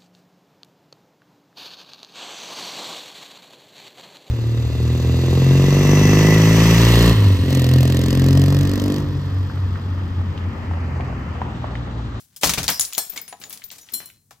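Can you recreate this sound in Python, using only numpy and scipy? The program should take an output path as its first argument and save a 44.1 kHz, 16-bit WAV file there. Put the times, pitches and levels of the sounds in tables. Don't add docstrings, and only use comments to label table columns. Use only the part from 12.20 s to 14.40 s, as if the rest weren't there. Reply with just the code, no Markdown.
import sys
import numpy as np
from scipy import signal
from scipy.fft import rfft, irfft, next_fast_len
from scipy.io import wavfile

SR = 44100
rng = np.random.default_rng(int(sys.argv[2]) if len(sys.argv) > 2 else 0)


def dump_mix(stems):
    frames = np.atleast_2d(stems).T
    limited = np.clip(frames, -1, 1)
    pcm = np.round(limited * 32767).astype(np.int16)
    wavfile.write(sys.argv[1], SR, pcm)


N = 97020
T = np.arange(int(.7 * SR)) / SR

# start_s, snap_db, crunch_db, crunch_t60_s, tilt_db_per_octave
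CRACKS = [(.001, -46, -46.5, 0.27, 5.5), (0.1627, -42, -33, 0.092, 6.5), (.212, -42, -32, 0.15, 3),
          (0.2243, -36, -28.5, 0.2, -0.5), (0.2335, -9, -13.5, 0.083, -2), (.242, -15, -14, 0.22, 2),
          (0.2724, -27, -22, 0.17, -1), (0.2941, -10.5, -15.5, 0.11, 0.5), (0.3366, -12, -19, 0.1, 1),
          (.3753, -27, -24.5, 0.091, -7.5), (.3801, -24.5, -19, .14, -0.5), (0.418, -51, -31.5, 0.066, -1),
          (0.4311, -17.5, -26, 0.15, 1.5), (.442, -18.5, -31, 0.085, 0), (0.4802, -11.5, -18, 0.092, 1),
          (.487, -23, -16.5, 0.15, -3), (0.5, -9, -19, 0.19, 8), (0.575, -33, -37, 0.11, 1),
          (.5957, -9, -19.5, 0.033, 4.5), (0.6098, -21, -20.5, 0.15, 4), (.772, -53, -35, 0.069, -6.5),
          (.78, -8, -18, 0.1, 5), (0.922, -44, -43, 0.17, 1.5), (0.9609, -42, -32.5, 0.18, -2),
          (1.0793, -33.5, -42, 0.18, 0), (1.2, -55, -43, 0.89, 14), (1.2154, -36, -40, 0.17, -1.5),
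          (1.2965, -32, -33, 0.19, 14), (1.3066, -32, -41, 0.19, 0), (1.3268, -36, -31.5, .11, 4.5),
          (1.5135, -41, -37, 0.17, 1), (1.5531, -55, -45, 0.18, 3), (1.5827, -50, -39.5, 0.11, 3),
          (1.735, -34, -34.5, 0.15, 2.5), (1.803, -33, -42.5, 0.19, -5.5), (2.108, -58, -48, 0.18, 0)]
# frequency_hz, level_db
GLASS_SPECTRUM = [(30, -25.5), (160, -6), (400, -6), (1000, -3), (2200, -2), (4000, -0.5), (6500, -0.5),
                  (9000, -5), (12500, -8), (15500, -10)]
SHARD_MODES = { "chip": [(6935, 0, .15)], "flake": [(10465, 0, .19)], "sliver": [(14350, 0, .09)],
               "splinter": [(14620, 0, .11)], "pane": [(4492, 0, .2), (6059, 0, .2), (7010, 1, .16),
               (7117, 0, .16), (7318, 0, .14)], "strip": [(4959, -3, .35), (5005, 0, .35), (5363, -3, .3),
               (5604, 0, .33), (5720, -3, .25), (12850, 7, .07)], "wedge": [(5048, -15, .4),
               (13390, 0, .07)], "plate": [(1717, -14, .5), (3381, -16, .3), (4054, -10, .22),
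               (4360, -3, .24), (5355, -6, .27), (5620, -11, .3), (6760, -6, .22), (7340, -6, .25),
               (7624, -2, .24), (8512, -2, .19), (9025, 2, .21), (9630, -4, .2), (11285, -3, .22),
               (12740, -1, .2), (13362, 1, .15), (14190, 2, .16), (15570, -5, .17)],
               "blade": [(3000, -22, .55), (3363, -16, .35), (4150, 0, .3), (5518, -11, .17),
               (5600, -15, .3), (7015, -5, .17), (7365, -7, .19), (8222, -10, .28), (8730, -1, .1),
               (9807, -9, .2), (10669, 3, .17), (10845, -7, .2), (12215, -1, .19), (12795, -7, .21),
               (14575, 7, .075), (15220, -6, .2)], "spike": [(3800, -11, .25), (5879, -3, .22),
               (6794, -3, .22), (10040, -2, .2), (13730, 0, .14)], "slab": [(2210, 0, .08)]}
# start_s, shard, level_db, airborne_s
CLINKS = [(.294, "pane", -33, .2), (.515, "strip", -35, .02), (.5418, "strip", -38, .06),
          (.5958, "chip", -18, .001), (.5958, "flake", -19, .01), (.5958, "sliver", -22, .005),
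          (.6097, "chip", -26, .015), (.6097, "flake", -21, .01), (.638, "flake", -32, .12),
          (.652, "splinter", -31, .06), (.7304, "chip", -36, .02), (.7497, "chip", -31, .03),
          (.741, "sliver", -30, .02), (.772, "sliver", -29, .005), (.7805, "plate", -29.5, .14),
          (.896, "splinter", -28, .002), (.964, "sliver", -34, .02), (.9753, "chip", -37, .02),
          (.98, "flake", -45, .1), (.9753, "slab", -31, .03), (1.0158, "wedge", -35, .06),
          (1.0158, "splinter", -36, .001), (1.0795, "flake", -39, .04), (1.12, "chip", -44, .05),
          (1.237, "chip", -37, .05), (1.3277, "flake", -42, .04), (1.4395, "splinter", -31, .002),
          (1.5139, "sliver", -38, .015), (1.611, "spike", -49, .06), (1.7207, "wedge", -38, .005),
          (1.7365, "blade", -29.5, .2), (1.8565, "blade", -49, .08)]
# start_s, level_db, low_hz, high_hz
GLASS_HITS = [(.4655, -31.5, 3660, 6540), (.48, -12.5, 2150, 4590), (0.609, -10.5, 5430, 7960),
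              (0.6503, -20, 4270, 9200), (0.726, -29.5, 1200, 7450), (0.7323, -23.5, 3000, 15600),
              (.742, -34, 3280, 7100), (.7497, -25, 2790, 6150), (0.9753, -22.5, 1760, 7100),
              (1.015, -27.5, 12600, 15300), (1.127, -35, 870, 4200), (1.238, -29, 1480, 6150),
              (1.374, -34.5, 2500, 12000), (1.419, -37.5, 1390, 3600), (1.439, -34.5, 3520, 8160),
              (1.503, -33.5, 2200, 6100), (1.688, -38, 1830, 4100), (1.858, -32.5, 8000, 15300),
              (1.8996, -41.5, 1600, 3490), (2.108, -43, 3020, 15000)]
# start_s, level_db, rattle_t60_s, centre_hz
FRAME_KNOCKS = [(.2341, -13, 0.072, 635), (.3749, -33.5, 0.23, 550), (.485, -32, 0.1, 663),
                (.7795, -29, 0.088, 730), (.93, -52, 0.33, 510), (1.126, -28.5, 0.037, 745),
                (1.24, -54, 0.54, 540), (1.56, -60, 0.49, 370), (2.1095, -41.5, 0.037, 810)]
# pitch_hz, level_db, t60_s
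FRAME_MODES = [(290, -1, .14), (470, -3, .1), (590, -3, .06), (669, 0, .08), (734, -1, .07), (820, 2, .07),
               (973, -1, .06), (1080, -3, .05), (1270, -2, .05), (1640, -1, .05)]
# start_s, level_db, rattle_t60_s, centre_hz
SASH_THUMPS = [(.2341, -27.5, 0.48, 180), (.255, -29, 0.28, 63), (.3749, -24.5, 0.22, 120),
               (.4177, -30, 0.34, 65), (.487, -32, 0.22, 163), (.5958, -37, 0.068, 79),
               (.93, -56.5, 1, 204), (1.2, -53.5, 0.71, 231), (1.725, -48, 0.54, 228.7)]
# pitch_hz, level_db, t60_s
SASH_MODES = [(64, 2, .25), (88, -4, .15), (122, -3, .12), (163, -1, .15), (209, -2, .16), (265, -2, .1)]
# time_s, level_db
TRICKLE_LEVELS = [(0, -79), (.15, -63), (.3, -83), (.55, -52), (.7, -47.5), (.88, -48), (1.05, -58.5),
                  (1.18, -61), (1.331, -49.5), (1.48, -58), (1.6, -65), (1.68, -52.5), (1.84, -56.5),
                  (1.948, -62), (2.05, -85), (2.2, -87)]
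# frequency_hz, level_db
AIR_SPECTRUM = [(20, -9.5), (45, -13.5), (65, -2.5), (120, 0.5), (250, -10.5), (500, -27), (1000, -30.5),
                (3000, -34.5), (8000, -21), (16000, -25)]
# frequency_hz, correlation
STEREO_LIKENESS = [(100, 0.94), (500, 0.94), (1000, 0.86), (2500, 0.49), (6000, 0.43), (14000, 0.48)]
# frequency_hz, left_minus_right_db
LEFT_BALANCE = [(100, 1.5), (600, 3), (2500, 2.5), (8000, 3), (14000, 7.5)]


def from_db(db):
    return 10 ** (np.asarray(db) / 20)


def unit_rms(x):
    return x / np.sqrt(np.mean(x ** 2) + 1e-20)


def as_loud(x, envelope):
    return unit_rms(x) * np.sqrt(np.mean(envelope ** 2))


def at_hz(points, hz):
    frequencies, values = np.transpose(points)
    return np.interp(np.log(hz), np.log(frequencies), values)


def fade(t60_s, hold_s=0):
    return np.exp(-np.log(1000) * np.maximum(T - hold_s, 0) / t60_s)


def onset(rise_s):
    return 1 - np.exp(-T / rise_s)


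def noise(size=len(T)):
    return rng.standard_normal((2, size))


def butter(x, order, hz, kind):
    return signal.sosfilt(signal.butter(order, hz, kind, fs=SR, output="sos"), x)


def add(out, start_s, x):
    i = int(start_s * SR)
    out[..., i:i + len(T)] += x[..., :N - i]


def colour(x, spectrum, tilt_db=0):
    n = 2 * next_fast_len(x.shape[-1])
    hz = np.fft.rfftfreq(n, 1 / SR) + 1
    gain_db = at_hz(spectrum, hz) + tilt_db * np.log2(np.maximum(hz, 1800) / 4000)
    cepstrum = irfft(np.log(from_db(gain_db)))
    cepstrum[1:n // 2] *= 2
    cepstrum[n // 2 + 1:] = 0
    return irfft(rfft(x, n) * np.exp(rfft(cepstrum)))[..., :x.shape[-1]]


def widen(pair):
    mid, side = rfft(pair)
    alike = at_hz(STEREO_LIKENESS, np.linspace(1, SR / 2, len(mid)))
    mid, side = mid * np.sqrt((1 + alike) / 2), side * np.sqrt((1 - alike) / 2)
    return irfft([mid + side, mid - side], pair.shape[-1])


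def chips(per_s, spread_db, size=len(T)):
    shape = (2, size)
    clicks = (rng.random(shape) < per_s / SR) * rng.choice([-1, 1], shape)
    return clicks * from_db(spread_db * np.minimum(rng.exponential(1, shape), 4))


def ring(hz, t60_s, waver=1):
    return np.sqrt(2) * np.real(waver * np.exp(2j * np.pi * hz * T)) * fade(t60_s)


def glass_cracks(fragment_t60_s=.045, fragment_db=-2):
    out = np.zeros((2, N))
    for start_s, snap_db, crunch_db, crunch_t60_s, tilt_db in CRACKS:
        snap_shape = fade(t60_s=.011)
        crunch_shape = fade(crunch_t60_s) * onset(rise_s=.0019)
        snap = colour(noise() * snap_shape, GLASS_SPECTRUM, tilt_db)
        crunch = colour(chips(per_s=3000, spread_db=2) * crunch_shape, GLASS_SPECTRUM, tilt_db)
        pitches_hz = rng.uniform(2000, 15500, (2, 8))
        rings = np.array([sum(ring(hz, fragment_t60_s) for hz in row) for row in pitches_hz])
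        rings = as_loud(colour(rings, GLASS_SPECTRUM, tilt_db), fade(fragment_t60_s))
        debris = as_loud(crunch, crunch_shape) + from_db(fragment_db) * rings
        add(out, start_s, from_db(snap_db) * as_loud(snap, snap_shape) + from_db(crunch_db) * debris)
    return widen(out)


def shard_clinks(chatter_db=-8.5, chatter_octaves=.22):
    out = np.zeros((2, N))
    chatter_shape = fade(t60_s=.026)
    for start_s, shard, level_db, airborne_s in CLINKS:
        envelope = onset(rise_s=.0009) * fade(t60_s=.14, hold_s=airborne_s)
        for hz, mode_db, t60_s in SHARD_MODES[shard]:
            add(out, start_s, from_db(level_db + mode_db) * ring(hz, t60_s, tumble(hz)) * envelope)
        top_mode_hz = SHARD_MODES[shard][-1][0]
        band_hz = top_mode_hz * 2 ** (chatter_octaves * np.array([-1, 1]))
        chatter = butter(noise() * chatter_shape, 1, band_hz, "band")
        add(out, start_s, from_db(level_db + chatter_db) * as_loud(chatter, chatter_shape))
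    return out


def tumble(pitch_hz, flutter_above_hz=10500, rate_hz=80):
    depth = (pitch_hz / flutter_above_hz) ** 2
    white = noise(2 * len(T)) + 1j * noise(2 * len(T))
    wander = butter(white, 2, rate_hz, "low")[:, len(T):]
    return (1 + depth * wander / np.std(wander)) / np.hypot(1, depth)


def glass_hits(grit_db=-12):
    out = np.zeros((2, N))
    envelope = np.hypot(fade(t60_s=.02), from_db(grit_db) * fade(t60_s=.078))
    for start_s, level_db, low_hz, high_hz in GLASS_HITS:
        hit = butter(noise() * envelope, 3, [low_hz, high_hz], "band")
        add(out, start_s, from_db(level_db) * as_loud(hit, envelope))
    return widen(out)


def window_rattle(blows, modes, falloff_db_per_octave=15):
    out = np.zeros((2, N))
    for start_s, level_db, rattle_t60_s, centre_hz in blows:
        contacts = noise() * fade(rattle_t60_s)
        body = 0
        for hz, mode_db, t60_s in modes:
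            mode = signal.fftconvolve(contacts, ring(hz, t60_s)[None], axes=1)[:, :len(T)]
            gain = from_db(mode_db - falloff_db_per_octave * abs(np.log2(hz / centre_hz)))
            body = body + gain * np.array([unit_rms(channel) for channel in mode])
        add(out, start_s, from_db(level_db) * as_loud(body, fade(rattle_t60_s)))
    return widen(out)


def splinter_trickle():
    patter = colour(chips(per_s=1300, spread_db=4, size=N), GLASS_SPECTRUM)
    level_db = np.interp(np.arange(N) / SR, *np.transpose(TRICKLE_LEVELS))
    return unit_rms(widen(patter)) * from_db(level_db)


def wall_tail(x):
    echoes = widen(noise()) * fade(t60_s=.31) * onset(rise_s=.0027)
    return signal.fftconvolve(x, unit_rms(echoes) / np.sqrt(len(T)), axes=1)[:, :N]


def yard_air(level_db=-63):
    return from_db(level_db) * unit_rms(widen(colour(noise(N), AIR_SPECTRUM)))


def at_microphone(x, left_lag_s=.00002):
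    hz = np.linspace(1, SR / 2, N + 1)
    balance = from_db(at_hz(LEFT_BALANCE, hz) * np.array([[.5], [-.5]]))
    spectrum = rfft(x, 2 * N) * balance
    spectrum[0] *= np.exp(-2j * np.pi * hz * left_lag_s)
    return irfft(spectrum)[:, :N]


def scene():
    impacts = glass_cracks() + glass_hits() + window_rattle(FRAME_KNOCKS, FRAME_MODES)
    clinks = shard_clinks()
    tail = wall_tail(from_db(-12) * impacts + from_db(-8.5) * clinks)
    air = yard_air()
    shudder = window_rattle(SASH_THUMPS, SASH_MODES)
    return at_microphone(impacts + clinks + shudder + splinter_trickle() + tail + air)


def record(dry, low_cut_hz=18, high_cut_hz=16000):
    clipped = np.clip(butter(dry, 2, low_cut_hz, "high"), -1, 1)
    return signal.sosfilt(signal.ellip(10, .1, 70, high_cut_hz, fs=SR, output="sos"), clipped)


dry = scene()
out = record(dry)
dump_mix(out)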